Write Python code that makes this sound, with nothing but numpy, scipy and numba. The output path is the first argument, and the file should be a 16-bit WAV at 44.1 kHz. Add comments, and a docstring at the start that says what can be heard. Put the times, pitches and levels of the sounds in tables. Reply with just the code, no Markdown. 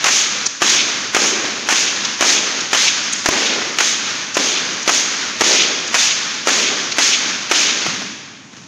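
"""The ring of a large hall is heard first, dying away over ventilation; then two heavy ropes strike a rubber floor.
About twice a second damped modes and bursts of contact noise make a slap or two, one for each rope.
A wave then runs off along the floor: dense random grains hiss, rasp and rumble as fibres and core are laid down.
Grips creak, one near blow jolts the phone, the hall rings between strokes, and at the end slack loops settle.
A limiter holds the peaks down."""
import sys
import numpy as np
from scipy import signal
from scipy.fft import rfft, irfft, next_fast_len
from scipy.io import wavfile
from scipy.ndimage import uniform_filter1d, minimum_filter1d, map_coordinates
from numba import njit

SR = 44100
rng = np.random.default_rng(int(sys.argv[2]) if len(sys.argv) > 2 else 0)


def dump_mix(stems):
    """Bounce the given channels to the path in sys.argv[1] as a 16-bit WAV at rate SR."""
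    frames = np.atleast_2d(stems).T  # one column per channel
    limited = np.clip(frames, -1, 1)  # hard clip at full scale
    pcm = np.round(limited * 32767).astype(np.int16)
    wavfile.write(sys.argv[1], SR, pcm)


N = 382347
TIME = np.arange(N) / SR

# All levels in the tables are relative; each layer adds its own level.
# Swings of both ropes. Each row: start in seconds, lag of the second rope in seconds, slap in dB,
# time the loop takes to smack down in seconds, run time of the wave in seconds, hiss of the fibres in dB,
# rasp of the braid in dB, weight of the core on the floor in dB.
STROKES = [(.042, 0.024, -8, 0.046, .195, -11, -26.5, -31),
           (.619, .006, 3.5, 0.017, 0.19, -11, -18.5, -25.5), (1.147, 0.019, -1, 0.03, .19, -14, -28, -18),
           (1.688, 0.037, -4, 0.029, 0.18, -14, -21.5, -29.5),
           (2.209, .016, 2, 0.03, 0.17, -10.5, -19.5, -21), (2.731, 0.018, -3, 0.022, 0.16, -11, -17, -42),
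           (3.259, .029, 0, .004, 0.26, -20.5, -21.5, -18.5),
           (3.786, 0.018, -12, 0.025, 0.16, -13, -24.5, -57),
           (4.369, 0.0019, 6.5, 0.0061, .215, -18.5, -22, -34),
           (4.877, .015, -1, .022, 0.17, -12.5, -26, -29.5),
           (5.409, 0.0087, 0, 0.0098, 0.22, -12.5, -18, -20),
           (5.943, 0.005, -1.5, 0.019, .16, -11, -19.5, -52),
           (6.472, .011, 3, 0.018, 0.2, -15.5, -20, -22.5),
           (6.984, 0.0034, 0.5, 0.015, .17, -11, -17.5, -32),
           (7.513, 0.0025, 1, 0.012, .19, -14, -17.5, -29)]
# Ropes chafing and creaking at the grips. Each row: time in seconds, level in dB, centre in Hz.
GRIP_SCUFFS = [(0.468, -16, 6260), (2.053, -21.5, 4860), (2.609, -24.5, 4930), (3.133, -15, 8400),
               (4.35, -23, 6300), (4.828, -29, 6500), (5.878, -27, 6300), (6.923, -20, 4000)]
# Slack loops flopping down as the swinging stops. Each row: time in seconds, tap in dB, slump in dB.
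SLACK_LOOPS = [(7.865, -7, -28.5), (8.019, -16, -59), (8.547, -44, -37.5)]
# Damped modes of rope on matting. Each row: nominal frequency in Hz, level in dB, T60 in seconds.
MAT_MODES = [(285, -16, 0.061), (375, -8, 0.021), (492, -7, 0.0071), (718, -6, 0.02), (1180, -9, 0.049)]
# Reverberation time of the hall. Each row: frequency in Hz, T60 in seconds.
HALL_T60 = [(150, 1.28), (700, 1.64), (2500, 1.77), (6000, 1.02), (14000, 0.44)]

# Spectrum of the ventilation. Each row: frequency in Hz, level in dB.
VENT_SPECTRUM = [(25, -70), (60, -22), (110, 3.5), (180, 1.5), (270, 3.5), (420, -13), (1000, -11.5),
                 (3000, -24), (7000, -20.5), (15000, -33)]
# Spectrum of the ring of the hall. Each row: frequency in Hz, level in dB.
HALL_SPECTRUM = [(60, -32), (220, 5), (500, -3), (850, -5.5), (1500, -2), (3000, -1), (6500, 2),
                 (9000, -3.5), (15000, -11.5)]
# Spectrum of distant rope contact. 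Each row: frequency in Hz, level in dB.
FAR_SPECTRUM = [(70, -22.5), (200, 1.5), (330, -2), (750, -6), (1400, 1.5), (2500, -1.5), (4000, -3.5),
                (6500, -9), (9000, -16), (15000, -11)]
# Spectrum of a loop slumping onto the mat. Each row: frequency in Hz, level in dB.
SLUMP_SPECTRUM = [(40, -42), (100, 0), (210, 11.5), (330, -2), (700, -16), (3000, -22)]
# Spectrum of the fibres rushing down. Each row: frequency in Hz, level in dB.
HISS_SPECTRUM = [(500, -32), (2000, 0), (4000, 0.5), (6500, 0.5), (9000, -0.5), (15000, 2)]
# Spectrum of the braid scraping. Each row: frequency in Hz, level in dB.
RASP_SPECTRUM = [(300, -36), (800, 1.5), (1400, 1), (2100, 3), (3100, 5.5), (4500, 3.5), (8000, -11),
                 (15000, -30)]
# Spectrum of the core rolling down. Each row: frequency in Hz, level in dB.
RUMBLE_SPECTRUM = [(50, -32), (120, -12), (230, -4.5), (380, 3.5), (650, -3), (1100, -10), (2500, -7),
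                   (8000, -88)]
# Spectrum of the last swish of a run. Each row: frequency in Hz, level in dB.
SWISH_SPECTRUM = [(500, -38), (1500, -27), (2200, 3.5), (3000, 3.5), (3700, 3), (4500, -3.5), (8000, -13),
                  (15000, -43)]
# Spectrum of the crack of a blow. Each row: frequency in Hz, level in dB.
CRACK_SPECTRUM = [(100, -20), (400, -6.5), (900, 2), (1900, 5), (3000, 2), (3700, -3), (6500, -5),
                  (15000, 3)]
# Spectrum of the very near snap. Each row: frequency in Hz, level in dB.
SNAP_SPECTRUM = [(1000, -17), (6000, 1), (9000, 14), (12500, 29), (15500, 34)]
# Radiation of the floor under a blow, weak in the bass. Each row: frequency in Hz, gain in dB.
FLOOR_RADIATION = [(30, -38), (60, -29), (100, -12.5), (200, -8), (350, 1), (2000, -3.5)]
# Response of the microphone. Each row: frequency in Hz, gain in dB.
MIC_RESPONSE = [(30, -7), (4800, 2.5), (5800, 7), (6600, 8), (7200, 0.5), (7900, -11), (10000, -19.5),
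                (13000, -28), (15800, -36)]
# A brief dip in level. The row: start in seconds, end in seconds.
DIP_S = (.474, .612)


def amp(db):
    """A level in decibels is twenty times the logarithm of an amplitude ratio."""
    return 10 ** (np.asarray(db) / 20)


def unit(x):
    """Dividing by the root mean square leaves a signal of unit power."""
    return x / np.sqrt(np.mean(x ** 2))


def read(points, hz):
    """Interpolation on a logarithmic frequency axis gives a table's value at hz."""
    f, value = np.transpose(points)
    return np.interp(np.log(np.maximum(hz, 1)), np.log(f), value)


def convolve(x, response):
    """A linear system's output is its input convolved with its impulse response."""
    return signal.fftconvolve(x, response)[:N]


def colour(x, points, size=4096):
    """Folding the cepstrum onto positive times gives the causal minimum-phase filter of a spectrum."""
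    cepstrum = irfft(np.log(amp(read(points, np.fft.rfftfreq(size, 1 / SR)))))
    cepstrum[1:size // 2] *= 2
    cepstrum[size // 2 + 1:] = 0
    return convolve(x, irfft(np.exp(rfft(cepstrum))))


def grains(points, per_s, spread_db):
    """Friction as shot noise: a dense random stream of tiny contacts of uneven size, rms 1."""
    size = amp(spread_db * np.minimum(rng.exponential(size=N), 4))
    occurs = rng.random(N) < per_s / SR
    return unit(colour(occurs * size * rng.standard_normal(N), points))


def fade(age, t60):
    """Exponential decay: silent before age 0, then down by 60 dB after t60 seconds."""
    return (age >= 0) * np.exp(-np.log(1000) * np.maximum(age, 0) / t60)


def near(s):
    """An event acts locally in time: the samples round it, and their age in seconds."""
    span = slice(max(int((s - .1) * SR), 0), int((s + 1) * SR))
    return span, TIME[span] - s


def contact(age, rise_s, end_s, fall_s):
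    """Share of the rope coming down: it grows after the slap and ends as the wave is spent."""
    growth = np.clip(age / rise_s, 0, 1)
    return growth * .5 * (1 - np.tanh((age - end_s) / fall_s))


def flutter(per_s, depth_db):
    """Random amplitude modulation: the uneven gain of coils that come down in clumps."""
    knots = rng.standard_normal(2000)
    return amp(depth_db * np.interp(TIME * per_s, np.arange(len(knots)), knots))


def ventilation(db=-41):
    """Broadband flow noise: steady random pressure with a fixed spectrum."""
    return amp(db) * unit(colour(rng.standard_normal(N), VENT_SPECTRUM))


def earlier_stroke(db=-23):
    """Exponential reverberant decay: the hall still rings from the stroke before."""
    return amp(db) * fade(TIME, HALL_T60[1][1]) * grains(FAR_SPECTRUM, 20000, 1.3)


def hall(x, wet_db=-6, first_s=0.016):
    """Diffuse-field energy balance: each half-octave stores what it is fed and lets it die, the treble first."""
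    size, lowest_hz = next_fast_len(N), 88
    hz = np.fft.rfftfreq(size, 1 / SR)
    half_octaves = 2 * np.log2(np.clip(hz, lowest_hz, 16000) / lowest_hz)
    source = rfft(x, size)
    noise = rfft(rng.standard_normal(N), size)
    out = 0
    for k in range(16):
        window = np.cos(np.pi / 2 * np.clip(half_octaves - k, -1, 1))
        band = irfft(source * window, size)[:N]
        field = irfft(noise * window, size)[:N]
        t60 = read(HALL_T60, lowest_hz * 2 ** (k / 2))
        keep = np.exp(-2 * np.log(1000) / (t60 * SR))  # energy kept per sample
        energy = signal.lfilter([1 - keep], [1, -keep], band ** 2)
        delayed = np.interp(TIME - first_s, TIME, energy, left=0)
        out = out + np.sqrt(delayed) * unit(field)
    return amp(wet_db) * colour(out, HALL_SPECTRUM)


def scuffs(width_hz=3800, grit_db=-8, length_s=0.014):
    """Stick-slip friction of rope on rope: short gritty bursts of band-limited noise."""
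    out = np.zeros(N)
    for s, db, hz in GRIP_SCUFFS:
        span, age = near(s)
        slip = rng.standard_normal(len(age))
        edges = [hz - width_hz / 2, hz + width_hz / 2]
        band = signal.butter(2, edges, "band", fs=SR, output="sos")
        creak = unit(signal.sosfilt(band, slip)) + amp(grit_db) * slip
        out[span] += amp(db) * np.exp(-(2 * age / length_s) ** 2) * creak
    return out


def settling(lead_s=0.039, rise_s=.03, hold_s=0.17, fall_s=0.097, rustle_db=-3):
    """Distributed contact: each slack loop slumps with a low rumble and a rustle, then slides to rest."""
    sliding = np.zeros(N)
    for s, tap, slump in SLACK_LOOPS:
        sliding += amp(slump) * contact(TIME - s + lead_s, rise_s, hold_s, fall_s)
    rustle = amp(rustle_db) * grains(FAR_SPECTRUM, 1500, 2.0) * flutter(50, 3.6)
    return sliding * (grains(SLUMP_SPECTRUM, 500, 2.2) + rustle)


def jolt(s=3.2868, db=-1, hz=70, t60=0.016, snap_db=13, snap_t60=.022, crack_db=-3, crack_t60=.025):
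    """Impulse response of a damped mode: a near blow shakes the phone, with a short crack and very bright snap."""
    age = TIME - s
    shake = -amp(db) * fade(age, t60) * np.sin(2 * np.pi * hz * age)
    snap = amp(snap_db) * fade(age, snap_t60) * grains(SNAP_SPECTRUM, 20000, 2.0)
    crack = amp(crack_db) * fade(age, crack_t60) * grains(CRACK_SPECTRUM, 20000, 1.4)
    return shake + snap + crack


def floor_bounce(x, share=0.18, start_s=0.00101, end_s=0.000322, glide_s=0.055):
    """Comb interference: the detour off the floor shrinks as the contact recedes, so the comb sweeps upward."""
    starts = np.array(STROKES)[:, 0]
    stroke = np.maximum(np.searchsorted(starts, TIME) - 1, 0)
    age = np.maximum(TIME - starts[stroke], 0)
    # the rope never lands twice in the same place
    place = 1 + 0.13 * rng.standard_normal(len(starts))
    lag = place[stroke] * (end_s + (start_s - end_s) * np.exp(-age / glide_s))
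    bounce = map_coordinates(x, [(TIME - lag) * SR], order=3)
    return (x + share * bounce) / np.sqrt(1 + share ** 2)


def waves(hiss_db=-2, rasp_db=-2.0, rumble_db=-2.5, rumble_runs=1.15, far_db=-21.5,
          swish_db=1, swish_rise_s=0.081, swish_fall_s=0.02):
    """Travelling contact: as it runs off, hiss goes first, then rasp and rumble; a duller swish swells and stops."""
    hiss, rasp, rumble, far, swish = np.zeros((5, N))
    for s, lag, slap, smack, run, fibre_db, braid_db, weight_db in STROKES:
        span, age = near(s + max(lag, smack))  # once both ropes are down
        hiss[span] += amp(fibre_db) * contact(age, 0.032, 0.72 * run, 0.027)
        rasp[span] += amp(braid_db) * contact(age, 0.021, 0.76 * run, 0.037)
        rumble[span] += amp(weight_db) * contact(age, 0.061, rumble_runs * run, 0.24)
        swish[span] += amp(braid_db) * contact(age - run / 2, swish_rise_s, run / 2, swish_fall_s)
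        far[span] += contact(age, 0.31, 0.43, 0.21)
    fibres = amp(hiss_db) * hiss * grains(HISS_SPECTRUM, 16000, 0.93)
    braid = amp(rasp_db) * rasp * grains(RASP_SPECTRUM, 9000, 3.1)
    core = amp(rumble_db) * rumble * grains(RUMBLE_SPECTRUM, 2500, 2.0) * flutter(45, 2.4)
    distant = amp(far_db) * far * grains(FAR_SPECTRUM, 12000, 1.8)
    run_end = amp(swish_db) * swish * grains(SWISH_SPECTRUM, 9000, 1.3) * flutter(60, 3)
    close = floor_bounce(fibres + braid) * flutter(70, 1.0)
    return close + core + (distant + run_end) * flutter(35, 1.0)


def landings(second_thump_db=-5, thump_per_db=0.84, second_crack_db=-7, tap_crack_db=-6):
    """Successive impacts as (s, thump dB, crack dB, hold s): first rope, second rope, and taps of slack loops."""
    usual_weight = np.mean(np.array(STROKES)[:, -1])
    blows = [(s, tap, tap + tap_crack_db, 0) for s, tap, slump in SLACK_LOOPS]
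    for s, lag, slap, smack, run, hiss, rasp, weight in STROKES:
        # the first rope cracks fully and smacks on while its loop comes down
        blows.append((s, slap, 0, smack))
        # the second follows and thumps with its weight
        second_thump = second_thump_db + thump_per_db * (weight - usual_weight)
        blows.append((s + lag, second_thump, second_crack_db, 0))
    return blows


def slaps(thump_db=-2, crack_db=-1, crack_t60=0.077, hold_db=-4.5, snap_db=-3, snap_t60=0.023,
          brush_db=-16, brush_s=0.0097, lowest_hz=85):
    """Impact excitation: fibres brush the mat, then the core lands with a held crack and damped modal thump."""
    thumps, force = np.zeros(N), np.zeros(N)
    for s, low_db, high_db, hold in landings():
        span, age = near(s)
        detune = 1 + 0.1 * rng.standard_normal(len(MAT_MODES))
        for (hz, db, ring), d in zip(MAT_MODES, detune):
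            thumps[span] += amp(low_db + db) * fade(age, ring) * np.sin(2 * np.pi * hz * d * age)
        brush = amp(brush_db) * np.exp(-((age + brush_s) / brush_s) ** 2)
        held = amp(hold_db) * (age >= 0) * fade(np.maximum(age - hold, 0), crack_t60)
        crack = np.maximum(fade(age, crack_t60), held)
        snap = amp(snap_db) * fade(age, snap_t60)
        force[span] += amp(high_db) * (crack + snap + brush)
    cracks = amp(crack_db) * force * grains(CRACK_SPECTRUM, 20000, 1.4)
    # so small a patch of floor radiates little bass
    blows = colour(amp(thump_db) * thumps + cracks, FLOOR_RADIATION)
    return signal.sosfilt(signal.butter(1, lowest_hz, "high", fs=SR, output="sos"), blows)


def scene(dip_db=-5):
    """Superposition: ropes, hall and ventilation add, the same in both channels."""
    ropes = slaps() + waves() + scuffs() + settling()
    # the level dips briefly before the second stroke
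    inside = 1. * ((TIME > DIP_S[0]) & (TIME < DIP_S[1]))
    dip = amp(dip_db * uniform_filter1d(inside, size=400))
    mono = dip * (ropes + hall(ropes) + earlier_stroke() + jolt() + ventilation())
    return np.array([mono, mono])


@njit
def hold_peaks(x, release):
    """Peak detection: the envelope jumps to each peak and sinks slowly."""
    y, e = np.empty(len(x)), 0.
    for i in range(len(x)):
        e = max(abs(x[i]), e * release)
        y[i] = e
    return y


def record(dry, ceiling=0.4, release_s=0.011, peak=1.0, top_hz=15800):
    """Transduction and gain control: a microphone with a treble peak and steep fall above it, then a limiter."""
    x = colour(dry[0], MIC_RESPONSE)
    loudness = np.sqrt(np.abs(uniform_filter1d(x ** 2, size=130)))
    envelope = hold_peaks(loudness, np.exp(-1 / (release_s * SR)))
    gain = 1 / np.maximum(envelope / ceiling, 1)
    # the shifted window holds the gain down just after each slap
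    x = x * minimum_filter1d(gain, size=601, origin=300)
    # a faster stage rounds off the tips that remain
    tips = 1 / np.maximum(np.abs(x) / min(peak, 1), 1)
    x = x * uniform_filter1d(minimum_filter1d(tips, size=15), size=15)
    x = signal.sosfilt(signal.ellip(12, .2, 95, top_hz, fs=SR, output="sos"), x)
    return np.array([x, x])


dry = scene()
out = record(dry)
dump_mix(out)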